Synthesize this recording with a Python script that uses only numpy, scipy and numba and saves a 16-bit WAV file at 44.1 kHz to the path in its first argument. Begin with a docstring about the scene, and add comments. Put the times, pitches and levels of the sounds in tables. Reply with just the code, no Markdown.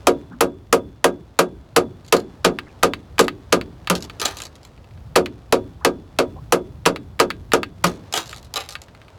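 """Hard knocks on an aluminium hull, close up, about three a second: each cracks, clangs and booms.
An angler in a small boat on a choppy lake is jabbing a long pole against the plates;
the pole grazes, rebounds and now and then skids and rattles. Underneath, water laps at the boat
and light wind rumbles on the microphone of a nearby phone, whose limiter flattens the blows."""
import sys
import numpy as np
from scipy import signal
from scipy.fft import rfft, irfft, next_fast_len
from scipy.io import wavfile
from scipy.ndimage import uniform_filter1d, minimum_filter1d
from numba import njit

SR = 44100
rng = np.random.default_rng(int(sys.argv[2]) if len(sys.argv) > 2 else 0)


def to_wav(sig):
    """Store sig (one row per channel, or 1-D mono) as 16-bit WAV at the path in sys.argv[1].

    Samples outside -1..1 are clipped; the rate is SR.
    """
    pcm = np.clip(np.atleast_2d(sig), -1, 1) * 32767
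    pcm = np.round(pcm).astype(np.int16)
    wavfile.write(sys.argv[1], SR, pcm.T)  # frames by channels


N = 404838
TIME = np.arange(N) / SR

# Blows of the pole: a deep one lands on slack plate, a hard one cracks brighter, the tip may graze first.
# t/s, force/dB, depth/dB, hardness/(dB per octave), lead of the graze/s (0 for none)
KNOCKS = [(0.069, 1.5, -13, 0.5, 0), (0.4071, 0.5, -2.5, 4, 0.00084), (0.7267, 0.5, -3.5, 3.5, 0.00096),
          (1.042, .5, -4.5, 1.5, 0.00035), (1.3893, 1, 2, 2.5, 0.00067), (1.7625, 1.5, 1.5, 1, 0.0015),
          (2.124, 2, 2, -0.5, 0.0014), (2.4466, 2, 3.5, -3.5, 0.0025), (2.8311, 0.5, -1, -1.5, .003),
          (3.1912, 3, -0.5, -1, 0.0097), (3.525, 0.5, 3.5, -2, 0.0021), (3.8984, -1.5, 13.5, 0.5, .026),
          (5.1586, 2.5, -3.5, -1, 0.0031), (5.5238, -1, -10.5, -1.5, 0.00039), (5.8474, 0, -3, -3, 0),
          (6.1869, -1.5, -11, -3.5, 0.00011), (6.5221, 1, -2, 2.5, 0), (6.8593, 1, 5.5, -2, .005),
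          (7.1986, 0.5, 1, -2.5, .006), (7.5333, -0.5, -0.5, -2, .0145), (7.841, -2.5, 13, 0, 0.0018)]


def knocks(dent_hz=560, likeness=0.64, size=16384):
    """Hard blows close by: the plate dents and springs back, then dense modes and the boom ring on."""
    clang_spectrum = [(45, -35.5), (150, -11.5), (400, 1.5), (800, 0), (1100, 2), (1300, 2.5), (1550, 0),
                      (1830, -9.5), (2100, -4.5), (3200, -8.5), (4500, -19.5), (9000, -35)]  # dense plate modes: f/Hz, level/dB
    crack_spectrum = [(1500, -13.5), (3500, -2), (4600, 1), (5400, -0.5), (7500, -1), (8400, -5.5),
                      (10800, -2), (14000, -12), (18000, -25)]  # the contact itself: f/Hz, level/dB
    out, t = np.zeros(N), np.arange(size) / SR
    same_plate = rng.standard_normal(size)
    for s, force, depth, hardness, _ in KNOCKS:
        modes = likeness * same_plate + np.sqrt(1 - likeness ** 2) * rng.standard_normal(size)
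        clang = undb(force - 12.5 + 0.16 * depth) * colour(modes, clang_spectrum)
        clang *= 1 + undb(4) * np.exp(-(t / 0.0031) ** 2)  # strongest while the pole is in contact
        tilted = [(hz, db + hardness * np.log2(hz)) for hz, db in crack_spectrum]
        crack = undb(force - 18.5 + 0.086 * depth) * colour(modes, tilted)
        crack *= 1 + 5 * np.exp(-(t / 0.0018) ** 2)
        ring = ring_down(clang + crack, t) * (1 - np.exp(-t / 0.0015))
        boom_db = force - 11.5 - 0.32 * depth
        dent = np.sin(2 * np.pi * dent_hz * (t - 0.003)) * np.exp(-((t - 0.003) / 0.00059) ** 2)
        low_modes = boom(t, boom_db, thump_db=force - 20 + 0.89 * depth)
        add(out, s, ring + undb(boom_db + 9) * dent + low_modes)
    return out


def boom(t, boom_db, thump_db, scatter_db=0.65, detune=0.0064, swell_s=0.011):
    """The low hull modes; each blow lands a little elsewhere, and the motion takes a moment to spread."""
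    hull_modes = [(178.8, 1.5, 0.19), (252.6, -10.5, 0.28), (284.9, -8, 0.28), (358.2, -1.5, 0.23),
                  (373.2, -11, .16), (405.4, -2.5, 0.14), (453.4, 3.5, 0.14), (474, -1, .15),
                  (533, -4, .17), (559, -4.5, 0.18), (634, -9.5, 0.2), (720.5, -2, 0.12),
                  (957, -17.5, 0.22)]  # the first is the deep thump: f/Hz, relative level/dB, t60/s
    hz, db, t60 = np.transpose(hull_modes)[:, :, None]
    order = np.arange(len(hull_modes))[:, None]
    loud, shift, phase = rng.standard_normal((3, len(hull_modes), 1))
    turns = hz * (1 + detune * shift) * t + order / 2 + 0.17 * phase
    gain = undb(db + np.where(order == 0, thump_db, boom_db) + scatter_db * loud)
    return np.sum(gain * fade(t, t60) * np.sin(2 * np.pi * turns), axis=0) * (1 - np.exp(-t / swell_s))


def ring_down(x, t, lowest_hz=125, octaves=8):
    """Each octave of x dies away at the ring time of the plates."""
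    ring_times = [(200, 0.65), (600, 0.14), (1300, 0.12), (3000, 0.084), (6000, 0.099), (14000, 0.062)]  # decay of the plates: f/Hz, t60/s
    hz, spectrum = np.fft.rfftfreq(len(x), 1 / SR), rfft(x)
    octave = np.clip(np.log2((hz + 1) / lowest_hz), 0, octaves - 1)
    bands = [irfft(spectrum * np.maximum(1 - abs(octave - k), 0), len(x)) for k in range(octaves)]
    return sum(band * fade(t, read(ring_times, lowest_hz * 2 ** k)) for k, band in enumerate(bands))


def plates(x, lag_s=0.0013):
    """Bending waves run faster at high pitch (lag_s is the delay at 1 kHz) and ring the thin plates."""
    resonances = [(1237, 63, 3), (1612, 17, 1), (2637, 38, -4), (3860, 14, -3.5), (4520, 44, -0.5),
                  (6480, 33, -8)]  # narrow plate peaks: f/Hz, width/Hz, level/dB
    size = next_fast_len(N + SR, real=True)
    hz = np.fft.rfftfreq(size, 1 / SR)
    rings = 1 + sum(undb(db) / (1 + 2j * (hz - centre) / width) for centre, width, db in resonances)
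    travel = np.exp(-4j * np.pi * lag_s * np.sqrt(1000 * hz))
    return irfft(rfft(x, size) * rings * travel, size)[:N]


def light_contacts(graze_db=-19.5, pole_tick_db=-19, reel_tick_db=-18):
    """Grazes, rebounds and even ticks: t/s, level/dB, treble tick relative to the clack/dB."""
    rebounds = [(2.587, -24), (2.935, -22), (3.281, -18.5), (3.612, -28.5), (4.097, -30.5), (4.402, -33),
                (5.259, -23.5), (6.96, -26), (7.303, -18.5), (7.631, -21), (8.329, -31.5), (8.753, -25)]  # the pole falling back on the hull: t/s, level/dB
    tick_runs = [(4.7765, .2, -51.5), (8.883, .2, -44.5)]  # faint ticking, probably the reel: t/s, length/s, level/dB
    grazes = [(s - lead, graze_db) for s, *_, lead in KNOCKS if lead > 0]
    ticks = repeats(tick_runs, gap_s=0.066, jitter_s=0.00042, scatter_db=0)
    pole = [(s, db, pole_tick_db) for s, db in grazes + rebounds]
    return pole + [(s, db, reel_tick_db) for s, db in ticks]


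def taps(gain_db=-1, size=6000):
    """Light contacts: a small snap and a short ring of the plates."""
    clack_spectrum = [(200, -23.5), (500, -7.5), (900, 6), (1350, 9.5), (2300, 11), (4000, 3.5),
                      (5300, -15.5), (7000, -11.5), (14000, -21)]  # body of a tap: f/Hz, level/dB
    tick_spectrum = [(1500, -99), (4500, 50), (7000, 2), (12000, 9), (17000, -23)]  # its treble edge: f/Hz, level/dB
    out, t = np.zeros(N), np.arange(size) / SR
    for s, db, tick_db in light_contacts():
        push = rng.standard_normal(size)
        push[16] += 10  # the snap
        clack = colour(push, clack_spectrum) * (fade(t, 0.04) + 0.074 * fade(t, 0.17))
        tick = colour(push, tick_spectrum) * (fade(t, 0.045) + 0.15 * fade(t, 0.11))
        add(out, s, undb(db + gain_db) * (clack + undb(tick_db) * tick))
    return out


def sliding_contacts(graze_db=-29, bounce_t60=0.091):
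    """Skids, the grazes before them and rattling bounces: t/s, grating/dB, rasp/dB, t60/s."""
    slides = [(2.166, -33, 0.12, 0), (3.243, -41, .08, 0.035), (3.952, -42.5, 0.14, 0.00017),
              (4.215, -24.5, 0.3, 0.017), (4.255, -21.5, 0.091, 0.0029), (7.875, -37.5, 0.22, 0.0082),
              (8.138, -19.5, 0.16, .013), (8.175, -25.5, .15, 0.00083), (8.558, -27, 0.24, 0.019)]  # the tip skidding: t/s, level/dB, t60/s, lead of the graze/s (0 for none)
    rattles = [(2.047, .05, -51.5), (4.007, .05, -44), (4.369, .087, -37.5), (4.556, .015, -52.5),
               (4.631, .03, -48.5), (8.259, .125, -43.5), (8.43, .03, -53.5), (8.688, .05, -35.5),
               (8.817, .015, -41.5)]  # the loose pole chattering on the hull: t/s, length/s, level/dB
    grazes = [(s - lead, graze_db) for s, *_, lead in slides if lead > 0]
    chatter = repeats(rattles, gap_s=0.017, jitter_s=0.001, scatter_db=3)
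    bounces = [(s, db - 2, db, bounce_t60) for s, db in grazes + chatter]
    return [(s, db + 2.5, db, t60) for s, db, t60, _ in slides] + bounces


def skids(slips_per_s=480, spread_db=6, grate_gain_db=3, rasp_gain_db=1, size=12000):
    """The tip catches, then sticks and slips ever more weakly; each slip rings the plate briefly."""
    grate_spectrum = [(60, -38.5), (330, -0.5), (600, -2.5), (820, 1.5), (1050, -4.5), (1400, -5.5),
                      (1850, -7.5), (2500, -8), (4000, -14.5), (8000, -34)]  # low grating of the plate: f/Hz, level/dB
    rasp_spectrum = [(1500, -20), (3900, 6), (5500, 0.5), (7200, 2.5), (8500, -7), (12000, -8),
                     (17000, -37)]  # high rasp of the slips: f/Hz, level/dB
    out, t = np.zeros(N), np.arange(size) / SR
    for s, grate_db, rasp_db, t60 in sliding_contacts():
        slips = (rng.random(size) < slips_per_s / SR) * undb(spread_db * rng.standard_normal(size))
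        slips *= rng.choice([-1, 1], size)
        slips[0] = 3.07  # the first catch
        noise = rng.standard_normal(size)
        grate = unit(signal.fftconvolve(slips, colour(noise, grate_spectrum) * fade(t, 0.35))[:size])
        rasp = unit(signal.fftconvolve(slips, colour(noise, rasp_spectrum) * fade(t, 0.018))[:size])
        scrape = undb(grate_db + grate_gain_db) * grate + undb(rasp_db + rasp_gain_db) * rasp
        add(out, s, scrape * fade(t, t60))
    return out


def pole_ring(ring_hz=3445, beat_hz=24, t60=0.66, level_db=-52, size=16384):
    """After each knock the metal pole sings on thinly, in two close modes that beat."""
    out, t = np.zeros(N), np.arange(size) / SR
    for s, *_ in KNOCKS:
        lower = np.sin(2 * np.pi * ring_hz * t)
        upper = 0.45 * rng.standard_normal() * np.sin(2 * np.pi * (ring_hz + beat_hz) * t)
        add(out, s, (lower + upper) * fade(t, t60) * undb(level_db))
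    return out


def laps(bubbles=14, spread_s=0.045):
    """Wavelets plop against the side of the boat, each trapping a cluster of bubbles of mixed sizes."""
    wavelets = [(.3, 259, -26), (.31, 1170, -33), (2.66, 1679, -34), (5.811, 1100, -29),
                (6.355, 696, -29.5)]  # plops at the hull: t/s, centre f/Hz, top bubble level/dB
    out = np.zeros(N)
    for s, hz, db in wavelets:
        for delay, pitch, weakness in rng.random((bubbles, 3)):
            plop = bubble(hz * 2 ** (1.2 * (pitch - 0.5)))
            add(out, s + spread_s * delay, plop * undb(db - 16 * weakness))
    return out


def bubble(hz, size=4000):
    """A trapped bubble's note rises as it nears the surface."""
    t, life = np.arange(size) / SR, 32 / hz
    return np.sin(2 * np.pi * hz * t * (1 + 0.12 * t / life)) * fade(t, life) * (1 - np.exp(-t * hz / 2))


def wind(gain_db=5, flutter_db=2):
    """Light gusts rumble on the microphone."""
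    rumble_spectrum = [(15, -46), (28, -28.5), (42, -0.5), (65, 6.5), (100, 6.5), (160, -1.5), (300, -20.5),
                       (700, -49)]  # wind noise: f/Hz, level/dB
    gusts = [(0.0, -46.5), (0.12, -47.5), (1.87, -49.5), (4.17, -45), (4.32, -50), (6.9, -43), (9.18, -54)]  # rise and fall of the rumble: t/s, level/dB
    rumble = colour(rng.standard_normal(N), rumble_spectrum)
    return rumble * undb(np.interp(TIME, *np.transpose(gusts)) + gain_db + flutter_db * walk(10))


def lake(gain_db=5.5, slosh_db=-8, spray_db=-13, bubbles=220):
    """Far waves wash evenly; near ones slosh, shed droplets and trap small bubbles."""
    wash_spectrum = [(30, -25), (100, -8.5), (250, -6.5), (600, -5.5), (1200, -11.5), (2200, -23),
                     (4000, -23.5), (7000, -33), (11000, -42.5), (17000, -60.5)]  # distant waves: f/Hz, level/dB
    swells = [(0.0, -54.5), (0.54, -62), (1.38, -61), (2.79, -55.5), (2.94, -58), (3.91, -57), (4.17, -54),
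              (4.83, -59), (6.49, -58.5), (6.65, -59.5), (7.7, -60), (8.1, -53.5), (8.64, -59.5),
              (9.18, -56)]  # rise and fall of the water: t/s, level/dB
    chop = undb(1.2 * walk(39))
    slosh = colour(rng.standard_normal(N),
                   [(90, -10.5), (250, 10.5), (700, 1), (1400, -19.5), (4000, -26.5)])
    droplets = (rng.random(N) < 400 / SR) * rng.standard_normal(N) * rng.random(N)
    spray = colour(droplets, [(600, -10), (1800, 2), (6000, -8), (16000, -27.5)])
    wash = colour(rng.standard_normal(N), wash_spectrum)
    water = wash + chop * (undb(slosh_db) * slosh + undb(spray_db) * spray)
    for when, pitch, strength in rng.random((bubbles, 3)):
        bubble_db = 10 * strength ** 2 - 9 * pitch - 1
        add(water, when * N / SR, bubble(350 * 2 ** (3.2 * pitch)) * undb(bubble_db))
    return water * undb(np.interp(TIME, *np.transpose(swells)) + gain_db)


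def repeats(runs, gap_s, jitter_s, scatter_db, count=12):
    """Turn runs (t/s, length/s, level/dB) into slightly uneven contacts (t/s, level/dB)."""
    chance = rng.standard_normal((len(runs), count, 2))
    return [(start + k * gap_s + jitter_s * late, db + scatter_db * loud)
            for (start, length, db), draws in zip(runs, chance)
            for k, (late, loud) in enumerate(draws) if k * gap_s < length]


def undb(db):
    """Decibels to gain."""
    return 10 ** (np.asarray(db) / 20)


def unit(x):
    """Scale to rms 1."""
    return x / np.sqrt(np.mean(x ** 2))


def read(points, hz):
    """Read (f/Hz, value) points on a log-frequency axis."""
    f, value = np.transpose(points)
    return np.interp(np.log(hz + 1), np.log(f), value)


def colour(x, points):
    """Give x a spectrum (f/Hz, level/dB), at rms 1."""
    return unit(irfft(rfft(x) * undb(read(points, np.fft.rfftfreq(len(x), 1 / SR))), len(x)))


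def fade(t, t60):
    """Exponential ring-down."""
    return np.exp(-np.log(1000) * t / t60)


def walk(rate_hz):
    """Smooth random drift, at rms 1."""
    hold = int(SR / rate_hz)
    steps = np.repeat(rng.standard_normal(N // hold + 1), hold)
    return unit(uniform_filter1d(uniform_filter1d(steps, hold), hold)[:N])


def add(out, s, x):
    """Mix x into out at time s."""
    i = max(int(s * SR), 0)
    out[i:i + len(x)] += x[:max(N - i, 0)]


def scene():
    """One microphone near the boat: the contacts sound through the plates, over wind and water."""
    hull = plates(knocks() + taps() + skids())
    return (hull + pole_ring() + laps() + wind() + lake())[None]


@njit
def follow(x, release):
    """Peak follower: jumps up at once and sinks slowly."""
    out, peak = np.empty(len(x)), 0.
    for i in range(len(x)):
        peak = max(x[i], peak * release)
        out[i] = peak
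    return out


def record(dry, limit=1.1, release_s=0.008, window=35, top_hz=17600):
    """The phone's look-ahead limiter holds the blows down, their tips round off, and the top is cut."""
    peak = follow(np.abs(dry[0]), np.exp(-1 / (release_s * SR)))
    gain = limit / np.maximum(peak, limit)
    limited = dry * uniform_filter1d(minimum_filter1d(gain, window), window)
    rounded = limited / (1 + limited ** 8) ** (1 / 8)
    return signal.sosfilt(signal.ellip(8, 0.2, 70, top_hz, fs=SR, output="sos"), rounded)


dry = scene()
out = record(dry)
to_wav(out)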